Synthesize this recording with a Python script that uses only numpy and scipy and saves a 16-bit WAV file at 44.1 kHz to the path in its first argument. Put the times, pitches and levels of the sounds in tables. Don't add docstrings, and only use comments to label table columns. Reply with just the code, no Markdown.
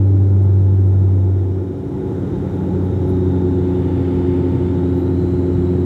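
import sys
import numpy as np
from scipy.fft import rfft, irfft, next_fast_len
from scipy.io import wavfile
from scipy.ndimage import map_coordinates

SR = 44100
rng = np.random.default_rng(int(sys.argv[2]) if len(sys.argv) > 2 else 0)


def generate_wav(signal):
    frames = np.transpose(np.atleast_2d(signal))
    scaled = np.clip(frames, -1, 1) * 32767
    pcm = np.round(scaled).astype(np.int16)
    wavfile.write(sys.argv[1], SR, pcm)


N = 257982

# time_s, seal_whistle_hz, recess_depth (0-1)
MIC_PATH = [(0, 3850, 0.01), (1.7, 3690, 0.12), (2.4, 3667, 0.48), (3.15, 3746, 0.27), (3.85, 3610, 0.94),
            (4.3, 3575, 1), (4.7, 3610, 0.9), (5.2, 4047, .68), (5.85, 3890, 0.7)]


def amp(db):
    return 10 ** (np.asarray(db) / 20)


def unit(x):
    return x / np.sqrt(np.mean(x ** 2) + 1e-20)


def times():
    return np.arange(N) / SR


def curves(rows):
    time_s, *columns = np.transpose(rows)
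    return [np.interp(times(), time_s, column) for column in columns]


def wobble(knots_per_s):
    knots = rng.standard_normal(1024)
    return map_coordinates(knots, [np.arange(N) * knots_per_s / SR], mode="wrap")


def ease(middle_s, length_s):
    u = np.clip((times() - middle_s) / length_s, -0.5, 0.5)
    return 0.5 + 0.5 * np.sin(np.pi * u)


def phase_of(hz):
    return 2 * np.pi * np.cumsum(hz) / SR


def tone(phase):
    return np.sqrt(2) * np.sin(phase + 2 * np.pi * rng.random())


def filtered(x, response):
    size = next_fast_len(N + SR // 2)
    spectrum = rfft(x, size) * response(np.fft.rfftfreq(size, 1 / SR))
    return irfft(spectrum, size)[:N]


def noise(spectrum):
    point_hz, point_db = np.transpose(spectrum)

    def colour(hz):
        return amp(np.interp(np.log(hz + 1), np.log(point_hz), point_db, right=-120))

    return unit(filtered(rng.standard_normal(N), colour))


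def band(centre_hz, width_hz):
    return unit(filtered(rng.standard_normal(N), lambda hz: 1 / (1 + ((hz - centre_hz) / width_hz) ** 2)))


def depth():
    return curves(MIC_PATH)[1]


def blade_rate(fast_hz=97.6, slow_hz=89.58, throttle_s=0.12, sag_hz_per_s=1.97):
    return np.clip(fast_hz - sag_hz_per_s * (times() - throttle_s), slow_hz, fast_hz)


def propellers(waver_db=0.2747, far_db=-39, far_db_per_harmonic=2.0, slip_hz=0.35):
    # multiple, boom_db, node_db, window_db, rise_middle_s, recess_gain_db
    harmonics = [(1, -11.4, -31.5, -18, 2.58, -3.5), (2, -31, -41, -23, 2.13, -4.5),
                 (3, -35.5, -31.5, -23.5, 3.04, 1), (4, -41, -31.5, -24, 3.13, 1.2),
                 (5, -51, -47.5, -47.5, 3, 6), (6, -51.5, -51, -46.5, 2.2, -3),
                 (7, -54.5, -64, -52, 2.8, -1.5), (8, -56, -61.5, -57, 2.7, 2),
                 (9, -61, -64, -47.5, 1.87, -10.5), (10, -66.5, -68, -55.5, 2.9, 7.5)]
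    rise_length_s = 1.34
    mode_hz, mode_half_width_hz, mode_db = 293, 0.97, 9.8
    blade_hz, inside = blade_rate(), depth()
    boom = 1 - ease(middle_s=1.456, length_s=0.95)
    near, far = phase_of(blade_hz), phase_of(blade_hz + slip_hz)
    drone = np.zeros(N)
    for multiple, boom_db, node_db, window_db, rise_middle_s, recess_db in harmonics:
        k = round(multiple)
        window = ease(rise_middle_s, rise_length_s)
        beyond_boom = (1 - window) * amp(node_db) + window * amp(window_db)
        standing = boom * amp(boom_db) + (1 - boom) * beyond_boom
        lift_db = mode_db / (1 + ((k * blade_hz - mode_hz) / mode_half_width_hz) ** 2)
        level_db = lift_db + recess_db * inside + waver_db * k * wobble(4)
        pair = tone(k * near) + amp(far_db + far_db_per_harmonic * k) * tone(k * far)
        drone += standing * amp(level_db) * pair
    return drone


def accessories(start_hz=85.34, end_hz=84.66, waver_db=0.5, drift_hz=1.1):
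    # shaft_multiple, level_db
    pump_harmonics = [(4, -35), (5, -44.5), (6, -49), (8, -53), (9, -60), (10, -60), (12, -61.5)]
    # pitch_hz, level_db
    whine_tones = [(2045, -77), (2397, -78), (2488, -77), (2918, -85)]
    shaft = phase_of(np.linspace(start_hz, end_hz, N) + 0.079 * wobble(3))
    total = np.zeros(N)
    for multiple, level_db in pump_harmonics:
        total += amp(level_db + waver_db * wobble(3.6)) * tone(round(multiple) * shaft)
    for pitch_hz, level_db in whine_tones:
        whine = tone(phase_of(pitch_hz + drift_hz * wobble(3.7)))
        total += amp(level_db + waver_db * wobble(4.6)) * whine
    return total


def air_layer(spectrum, far_db, window_gain_db, flutter_db, knots_per_s):
    level_db = far_db + window_gain_db * ease(middle_s=2.045, length_s=0.8)
    return amp(level_db + flutter_db * wobble(knots_per_s)) * noise(spectrum)


def near_window(x, pane_db=-17, frame_db=-21, pane_s=0.000205, frame_s=0.00034, shorten=0.35, dull_hz=9000):
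    path = 1 - shorten * depth()
    dull = filtered(x, lambda hz: 1 / (1 + (hz / dull_hz) ** 10))
    pane = map_coordinates(dull, [np.arange(N) - pane_s * path * SR])
    frame = map_coordinates(dull, [np.arange(N) - frame_s * path * SR])
    return x + amp(pane_db) * pane + amp(frame_db) * frame


def cabin(x, echo_db=-10.0, drift_s=0.00008, count=14):
    echoes = np.zeros(N)
    for delay_s in rng.uniform(0.0008, 0.012, count):
        path_s = delay_s + drift_s * wobble(1.0)
        echoes += map_coordinates(x, [np.arange(N) - path_s * SR], order=2)
    wet = amp(echo_db)
    return (x + wet * echoes / np.sqrt(count)) / np.hypot(1, wet)


def slipstream(flutter_db=0.12):
    # frequency_hz, relative_db_per_hz
    roar_spectrum = [(22, -38), (38, -32.5), (47, -25), (56, -6), (84, -6), (122, 1), (165, -3.5),
                     (238, -8.5), (297, -3.5), (322, -6), (372, -4), (450, -15), (510, -16), (620, -25.5),
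                     (900, -57)]
    rush_spectrum = [(500, -36), (690, 0.5), (790, 0), (930, -4.5), (1000, -4.5), (1180, -5.5), (1410, -3),
                     (1560, -8.5), (2100, -13), (2700, -21.5), (3050, -19.5), (4000, -22.5), (5000, -45)]
    hiss_spectrum = [(3000, -25.5), (4400, -0.5), (5500, 2), (6200, 0), (7500, 0.5), (8300, -3),
                     (10000, -5), (11500, -8.5), (14000, -8.5), (15700, -9)]
    roar = air_layer(roar_spectrum, -27, 5.4, flutter_db, knots_per_s=13)
    rush = air_layer(rush_spectrum, -49.5, 4.7, flutter_db, knots_per_s=12)
    hiss = air_layer(hiss_spectrum, -66.3, 3.1, flutter_db, knots_per_s=11)
    return roar + near_window(rush + cabin(hiss))


def pane_ring(centre_hz=848, width_hz=52):
    # time_s, level_db
    ring_levels = [(0, -51.5), (1.5, -50.5), (2.4, -44.5), (3.8, -42.5), (5.85, -47)]
    return amp(curves(ring_levels)[0]) * band(centre_hz, width_hz)


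def draught(outside_db=-72.0, recess_db=21):
    # frequency_hz, relative_db_per_hz
    recess_spectrum = [(1200, -26), (1700, 2.5), (2100, 2), (2700, -3.5), (2920, -0.5), (3200, -3),
                       (3600, -4.5), (3950, -12), (4500, -10), (5500, -23.5)]
    inside = depth()
    boom = amp(-40 + 11 * inside) * band(centre_hz=158.5, width_hz=23.5)
    return amp(outside_db + recess_db * inside) * noise(recess_spectrum) + boom


def trim_buzz(sharpness=3.6, sizzle_db=-4.0, uneven_db=0.5, release_s=0.22):
    # start_s, length_s, attack_s, level_db, centre_hz
    spells = [(0, 1.2, 0.0091, -72.5, 6900), (1.399, .8, .5, -76.5, 7550),
              (5.165, 0.78, 0.027, -70.5, 7600)]
    t, buzz = times(), np.zeros(N)
    pulses = np.exp(sharpness * (np.cos(phase_of(blade_rate())) - 1))
    contact = pulses * amp(uneven_db * wobble(40))
    sizzle = amp(sizzle_db) * band(centre_hz=11000, width_hz=4000)
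    for start_s, length_s, attack_s, level_db, centre_hz in spells:
        attack = np.clip((t - start_s) / attack_s, 0, 1)
        release = np.exp(-np.maximum(t - start_s - length_s, 0) / release_s)
        chatter = unit(contact * (band(centre_hz, width_hz=490) + sizzle))
        buzz += amp(level_db) * attack * release * chatter
    return buzz


def brushes(grain_db=2.5):
    # middle_s, level_db, half_length_s, centre_hz
    rustles = [(0.435, -65, .012, 10000), (0.87, -68, .018, 9800), (2.555, -70, .007, 11000),
               (2.858, -66, .011, 11500), (3.098, -61, .013, 11000), (5.0, -66, .05, 13500)]
    t, total = times(), np.zeros(N)
    for middle_s, level_db, half_length_s, centre_hz in rustles:
        swell = np.exp(-0.5 * ((t - middle_s) / half_length_s) ** 2)
        total += amp(level_db) * swell * band(centre_hz, width_hz=2400)
    return total * unit(amp(grain_db * wobble(400)))


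def window_seal(width_hz=165, far_db=-69.5, gain_db=8, recess_db=1):
    whistle_hz, inside = curves(MIC_PATH)
    phase = phase_of(whistle_hz)
    level_db = far_db + gain_db * ease(middle_s=2.5, length_s=1.6) + recess_db * inside
    whistle = band(0, width_hz) * np.cos(phase) + band(0, width_hz) * np.sin(phase)
    return amp(level_db) * whistle


def scene():
    engines = propellers() + accessories()
    air = slipstream() + pane_ring() + cabin(draught() + window_seal())
    return (engines + air + trim_buzz() + brushes())[None]


def record(dry, fade_in_s=0.003, top_hz=15720):
    opening = np.minimum(times() / fade_in_s, 1)
    return filtered(dry[0] * opening, lambda hz: hz < top_hz)[None]


dry = scene()
out = record(dry)
generate_wav(out)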